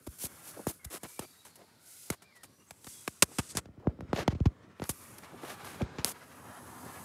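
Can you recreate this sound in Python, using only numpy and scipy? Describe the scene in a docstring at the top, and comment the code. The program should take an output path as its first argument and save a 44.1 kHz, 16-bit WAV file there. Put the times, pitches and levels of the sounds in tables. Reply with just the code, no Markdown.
"""Rain drops and light touches land close and hard at a hand-held microphone under the eaves of a house:
a thump of air and a short spatter each, with longer scuffs swelling between them and a few sharp ticks.
Behind them a far bird whistles over fine rain hiss and a low outdoor murmur with passing noise bands.
Pushes are pressure pulses; spatter, scuffs, rain and murmur are shaped noise; the bird is gliding sines.
The recorder's bass filters smear every push into a falling chirp."""
import sys
import numpy as np
from scipy import signal
from scipy.fft import rfft, irfft, next_fast_len
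from scipy.io import wavfile
from scipy.ndimage import uniform_filter1d, map_coordinates

SR = 44100
rng = np.random.default_rng(int(sys.argv[2]) if len(sys.argv) > 2 else 0)


def waveform_to_disk(signal):
    """Save audio, clipped to [-1, 1], as 16-bit WAV at the path in sys.argv[1]."""
    frames = np.transpose(np.atleast_2d(signal))
    scaled = np.clip(frames, -1, 1) * 32767
    samples = np.round(scaled).astype(np.int16)
    wavfile.write(sys.argv[1], SR, samples)


N = 310494
TIME = np.arange(N) / SR

# drops and taps: (time [s], push before the leak [full scale, signed], push width [ms],
# spatter length [ms], fizz level [dB], body level [dB])
DROPS = [(0.6689, -0.28, 0.51, 10, -41, -44.5), (1.033, -0.048, 0.52, 16, -46, -51),
         (1.1928, -0.12, 0.38, 7.8, -39, -41), (1.451, -0.003, 0.76, 63, -56.5, -57.5),
         (1.5565, -0.002, 0.4, 15, -54.5, -63), (2.1025, -0.18, 0.49, 6.2, -31.5, -32),
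         (2.221, -0.003, 0.59, 29, -60, -58.5), (2.434, -0.004, 0.78, 27.6, -52, -53.5),
         (2.71, -0.008, 1.65, 6.7, -47, -46), (2.845, -0.004, 0.82, 7, -51, -50),
         (2.8686, -0.022, 1.16, 13, -51, -49.5), (3.0775, -0.15, 0.083, 6, -36.5, -32.5),
         (3.2233, -0.12, 0.76, 13.7, -18, -20.5), (3.3861, -0.25, 1, 16.3, -32.5, -27.5),
         (3.5514, 0.066, 0.72, 40, -47, -49), (3.571, 0.09, 1.26, 26, -36, -35),
         (3.657, 0.02, 1, 6.9, -75.5, -55), (3.8712, 0.46, 0.88, 9.5, -85.5, -57.5),
         (4.0079, -0.071, 0.51, 1.5, -62, -42), (4.131, -0.4, 0.55, 3.9, -53, -30),
         (4.2794, 0.58, 0.65, 3.9, -49, -23.5), (4.35, 0.11, 1.8, 16, -88, -53),
         (4.405, 0.41, 2.34, 6.2, -86, -47.5), (4.4575, 0.69, 1.88, 16.7, -64, -38.5),
         (4.7985, 0.055, 0.41, 0.78, -74, -38), (4.8195, -0.16, 0.64, 42, -68, -44.5),
         (4.893, 0.12, 0.77, 23.6, -32.5, -42.5), (5.183, -0.004, 0.35, 11, -50.5, -50.5),
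         (5.646, 0.003, 0.6, 190, -55.5, -50), (5.819, 0.24, 1.3, 3.6, -62, -39),
         (5.9852, 0.11, 0.72, 35, -69, -40.5), (6.0464, -0.074, 0.46, 41, -44, -44)]
# colour of the bright fizz, in spatter and rain alike: (frequency [Hz], relative level [dB per Hz])
FIZZ_COLOUR = [(2000, -16.5), (3500, -16), (8300, -8), (10700, -4.5), (12800, -8.5), (16500, -20.5)]


def amp(db):
    """Decibels to linear gain."""
    return 10 ** (np.asarray(db) / 20)


def unit(x):
    """x scaled to an rms of 1."""
    return x / np.sqrt(np.mean(x ** 2))


def filtered(x, response):
    """x shaped by a complex response of frequency."""
    size = next_fast_len(N + SR // 2)
    hz = np.fft.rfftfreq(size, 1 / SR) + 1e-6  # keeps 0 Hz out of logs and divisions
    return irfft(rfft(x, size) * response(hz), size)[:N]


def wobble(rate):
    """A smooth random curve with rate knots a second."""
    knots = rng.standard_normal(int(N * rate / SR) + 4)
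    return map_coordinates(knots, [TIME * rate])


def rush(colour, grain_db, rate):
    """Coloured noise of rms 1 whose grain is a level flicker with rate knots a second."""
    hz, db = np.transpose(colour)
    grainy = rng.standard_normal(N) * amp(grain_db * wobble(rate))

    def colouring(f):
        return amp(np.interp(np.log(f), np.log(hz), db, -120, -120))

    return unit(filtered(grainy, colouring))


def treble(colour, grain_db, rate):
    """Noise that crossfades, at equal power, to a lower copy of its colour while the treble is dull."""
    # how far the treble has sunk: (time [s], share of the lower copy's power [0-1])
    dullness = [(0.8, 0), (1.1, 0.23), (2.8, 0.42), (3.3, 0.65), (3.55, 1), (3.9, 0.07)]
    dull_pitch = 0.77  # frequency ratio of the lower copy
    dull = np.clip(np.interp(TIME, *np.transpose(dullness)), 0, 1)
    lower = rush(np.multiply(colour, [dull_pitch, 1]), grain_db, rate)
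    return np.sqrt(1 - dull) * rush(colour, grain_db, rate) + np.sqrt(dull) * lower


def streaky(x, depth_db):
    """x with patches of random gain, about 130 Hz wide and 0.4 s long, at rms 1."""
    spectrum = signal.stft(x, nperseg=1024)[2]
    patches = uniform_filter1d(rng.standard_normal(spectrum.shape), size=3, axis=0)  # along frequency
    patches = uniform_filter1d(patches, size=35, axis=1)  # along time
    streaked = spectrum * amp(depth_db * unit(patches))
    return unit(signal.istft(streaked, nperseg=1024)[1][:N])


def background():
    """Hiss of fine rain, the murmur of the neighbourhood and a low, lumpy rumble, all as shaped noise."""
    # rain hiss: (time [s], level [dB])
    hiss_levels = [(0, -68.5), (0.12, -58), (0.74, -56), (0.8, -67.5), (1.0, -66.5), (1.09, -52.5),
                   (1.4, -65), (1.78, -72.5), (1.88, -55), (2.08, -53), (2.2, -78.5), (2.8, -65.5),
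                   (2.89, -50), (3.25, -62.5), (3.36, -52.5), (3.5, -53.5), (3.7, -87), (4.75, -86.5),
                   (4.86, -54.5), (5.12, -58), (5.3, -67.5), (5.75, -59), (5.86, -82), (5.97, -73),
                   (6.1, -66), (6.45, -61.5), (7.03, -54)]
    # the lower bed, before its slow wander: (time [s], murmur level [dB], rumble level [dB])
    low_levels = [(0, -70.5, -67.5), (0.448, -57, -59), (0.8, -68.5, -68), (2.001, -69, -70),
                  (2.8, -70, -66.5), (3.45, -62.5, -62.5), (3.752, -72, -59), (4.06, -65.5, -52.5),
                  (4.26, -55.5, -53.5), (4.4, -65.5, -52), (4.751, -63, -61.5), (5.55, -51.5, -56),
                  (5.902, -53.5, -51.5), (6.2, -58, -60), (6.55, -57, -55), (7.03, -56, -50)]
    # colours of the two low layers: (frequency [Hz], relative level [dB per Hz])
    murmur_colour = [(300, -5.5), (700, -4.5), (1300, -2), (2200, -8.5), (3300, -15), (9000, -26)]
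    rumble_colour = [(40, -19.5), (90, 0.5), (170, -2.5), (255, -3), (600, -12.5), (2000, -62.5)]

    hiss_db = np.interp(TIME, *np.transpose(hiss_levels))
    s, murmur_points, rumble_points = np.transpose(low_levels)
    murmur_db = np.interp(TIME, s, murmur_points) + 0.6 * wobble(6.6)
    rumble_db = np.interp(TIME, s, rumble_points)

    rain = streaky(treble(FIZZ_COLOUR, grain_db=0.9, rate=170), depth_db=1.8)
    murmur = streaky(rush(murmur_colour, grain_db=2.0, rate=31), depth_db=2.8)
    rumble = rush(rumble_colour, grain_db=2.2, rate=25)
    return amp(hiss_db) * rain + amp(murmur_db) * murmur + amp(rumble_db) * rumble


def spatters():
    """Bursts of grainy noise that break off short: a drop's jumps up and sags, a scuff's swells first."""
    # scuffs: (start [s], length [ms], fizz level [dB], body level [dB], thud level [dB])
    scuff_rows = [(0.066, 11.4, -49, -51, -45), (0.186, 70, -43, -62, -72), (0.235, 35.3, -41, -54, -52),
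                  (0.437, 82, -50.5, -60, -67), (0.549, 77, -68, -75, -50.5), (0.671, 43, -42, -52, -52),
                  (0.845, 8.9, -41.5, -48, -59), (0.901, 77.5, -46.5, -49.5, -53),
                  (1.036, 31.6, -68, -52, -53.5), (1.194, 60, -57.5, -54, -56),
                  (1.575, 71, -90, -66, -57.5), (2.108, 38.4, -53, -48.5, -57),
                  (2.349, 31, -64.5, -64, -77), (3.285, 60, -79, -68.5, -57.5), (3.487, 38, -48, -81, -85),
                  (3.8, 110, -102, -77, -50.5), (4.141, 92, -57, -39.5, -40.5),
                  (4.293, 40, -71.5, -50.5, -50), (5.222, 40, -65, -53.5, -72),
                  (5.305, 58, -78, -77, -51.5), (5.413, 41, -60.5, -56.5, -50.5),
                  (5.448, 99, -54, -48.5, -65), (5.798, 30, -75, -55, -38), (6.049, 72.5, -43, -50.5, -71)]
    # colours of the two lower layers: (frequency [Hz], relative level [dB per Hz])
    body_colour = [(60, -19), (200, -5.5), (1000, -4.5), (3000, -12.5), (7000, -21), (16000, -82)]
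    thud_colour = [(120, -13), (330, 1.5), (700, -5.5), (1800, -26.5)]
    lead_widths, attack_ms = 1.2, 1.4  # a drop's spatter starts this many push widths early; its rise
    swell_share, scuff_start_db, scuff_end_db = 0.55, -7, -3.5  # part of a scuff spent swelling; its ends
    release_ms, release_share = 7.5, 0.088  # how fast a burst breaks off, plus a part of its length

    bursts = []
    for s, _, width_ms, length_ms, fizz_db, body_db in DROPS:
        start = s - lead_widths * width_ms / 1000
        bursts.append((start, attack_ms, length_ms, -1.5, -12, [fizz_db, body_db, -120]))
    for s, length_ms, *layer_db in scuff_rows:
        bursts.append((s, swell_share * length_ms, length_ms, scuff_start_db, scuff_end_db, layer_db))

    levels = np.zeros((3, N))  # fizz, body, thud
    for s, rise_ms, length_ms, start_db, end_db, layer_db in bursts:
        ms = np.arange(round(length_ms * SR / 1000) + 1600) * 1000 / SR
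        top = np.clip(rise_ms, .3, length_ms - .5)
        gone = length_ms * (1 + release_share) + release_ms
        shape_db = np.interp(ms, [0, top, length_ms, gone], [start_db, 4, end_db, -32.5], right=-120)
        levels[:, round(s * SR):][:, :len(ms)] += amp(layer_db)[:, None] * amp(shape_db)

    fizz = treble(FIZZ_COLOUR, grain_db=2.5, rate=1500)
    body = rush(body_colour, grain_db=2.5, rate=250)
    thud = rush(thud_colour, grain_db=5.0, rate=110)
    return np.sum(levels * [fizz, body, thud], axis=0)


def pushes():
    """A short pulse of pressure, inward or outward; the port leaks, so part of it swings back."""
    # further pressure pulses, some within scuffs or just after a knock:
    # (time [s], push before the leak [full scale, signed], push width [ms])
    extra_pulses = [(0.074, 0.072, 4.8), (0.239, 0.052, 0.82), (0.853, 0.089, 7), (3.688, 0.022, 1.23),
                    (3.7758, -0.032, 1.9), (3.99, -0.055, 1.2), (4.0218, 0.067, 2), (4.087, 0.043, 3.1),
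                    (4.192, -0.14, 1.7), (4.3253, 0.13, 2.1), (4.4627, -0.22, 3.4)]
    leak_ms = 1.0  # time constant
    out = np.zeros(N)
    ms = np.arange(-800, 800) * 1000 / SR
    leak = np.exp(-np.arange(len(ms)) * 1000 / SR / leak_ms)
    for s, peak, width_ms in [row[:3] for row in DROPS] + extra_pulses:
        pulse = 4. ** (.15 - np.hypot(ms / width_ms, .15))  # pointed, with a rounded tip
        swing = np.convolve(pulse, leak / leak.sum())[:len(ms)]
        share = .8 if peak < 0 else .3  # negative pushes swing back further
        out[round(s * SR) - 800:][:len(ms)] += peak * (pulse - share * swing)
    return out


def bird():
    """Gliding, warbled whistles, blurred by the echoes of distant trees."""
    # far notes: (start [s], length [s], first pitch [Hz], last pitch [Hz], level before the warble [dB])
    notes = [(.79, .13, 2150, 2000, -66), (1.0, .29, 2310, 2370, -63.5), (1.24, .08, 4700, 4620, -64),
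             (1.31, .16, 3780, 3920, -69), (1.47, .1, 4330, 4370, -70), (1.72, .36, 1450, 1410, -70),
             (2.22, .09, 2380, 2310, -63), (2.3, .14, 2200, 1760, -66), (2.58, .09, 2850, 2720, -74),
             (2.5, .11, 5750, 5950, -73), (2.635, .05, 6460, 6500, -70), (2.68, .12, 7740, 7830, -68),
             (2.88, .15, 3400, 3280, -67)]
    song = np.zeros(N)
    waver = 26 * wobble(45)  # random pitch wander in Hz
    for s, length, first_hz, last_hz, db in notes:
        u = np.linspace(0, 1, round(length * SR))
        pitch = first_hz + (last_hz - first_hz) * u + waver[round(s * SR):][:len(u)]
        phase = 2 * np.pi * np.cumsum(pitch) / SR
        swell = np.sin(np.pi * u) ** 0.19  # rounds the ends of a nearly flat note
        song[round(s * SR):][:len(u)] += amp(db) * swell * np.sin(phase)
    song = song * unit(.9 + wobble(200))  # warble in level
    t = np.arange(SR // 2) / SR
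    echoes = rng.standard_normal(len(t)) * amp(-60 * t / .25)  # 60 dB down in 0.25 s
    blurred = signal.fftconvolve(song, echoes / np.linalg.norm(echoes))[:N]
    return song + amp(-1) * blurred


def noise_bands():
    """Narrow and wider bands of noise with linear fades: low drones, a far bird chorus and a hiss band."""
    # bands, the low ones perhaps a far car: (start [s], end [s], centre [Hz], width at half amplitude [Hz],
    # level before the fades [dB])
    bands = [(0.88, 2.69, 4350, 2000, -72), (4.76, 6, 1205, 110, -67.5), (6.2, 7.21, 252, 25, -61),
             (6.25, 7.21, 906, 490, -55.5), (6.4, 6.8, 10900, 470, -61)]
    fade_s = 0.26
    out = np.zeros(N)
    for start, end, hz, width_hz, db in bands:
        band = filtered(rng.standard_normal(N), lambda f: 1 / (1 + ((f - hz) / width_hz * 2) ** 2))
        fade = np.clip(np.minimum(TIME - start, end - TIME) / fade_s, 0, 1)
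        out += amp(db) * unit(band) * fade
    return out


def ticks():
    """A snap of a few tenths of a millisecond that rings the port's two resonances."""
    # single sharp ticks: (time [s], approximate peak level [dB])
    snaps = [(0.9504, -27), (3.5714, -7), (4.8403, -23), (6.0462, -1)]
    out = np.zeros(N)
    t = np.arange(-10, 200) / SR
    rings = np.cos(2 * np.pi * 5000 * t) + 0.94 * np.cos(2 * np.pi * 10300 * t)
    envelope = amp(-60 * np.where(t < 0, -2 * t, t) / .001)  # falls 60 dB a ms, rises twice as steeply
    snap = rings * envelope / 2
    for s, db in snaps:
        out[round(s * SR):][:len(t)] -= amp(db) * snap
    return out


def scene():
    """All layers summed to one channel."""
    return (background() + spatters() + pushes() + bird() + noise_bands() + ticks())[None]


def record(dry):
    """Bass cut, all-pass stages that let the bass arrive late, self-noise and the band limit."""
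    # corner of each pair of all-pass stages: (frequency [Hz])
    smear_hz = [55, 77, 108, 151, 211]
    self_noise_db, cut_hz, top_hz = -81, 62, 16700  # the noise level is set ahead of the filters

    def response(f):
        late = np.prod([((1j * f - c) / (1j * f + c)) ** 2 for c in smear_hz], axis=0)
        cut = 1 / np.sqrt(1 + (cut_hz / f) ** 11)
        fade = amp(np.interp(f, [15600, 15900, top_hz], [0, -24, -34])) * (f < top_hz)
        return late * cut * fade

    self_noise = unit(np.diff(rng.standard_normal(N + 9), 9))  # differencing tilts it to the high treble
    return filtered(dry[0] + amp(self_noise_db) * self_noise, response)[None]


dry = scene()
out = record(dry)
waveform_to_disk(out)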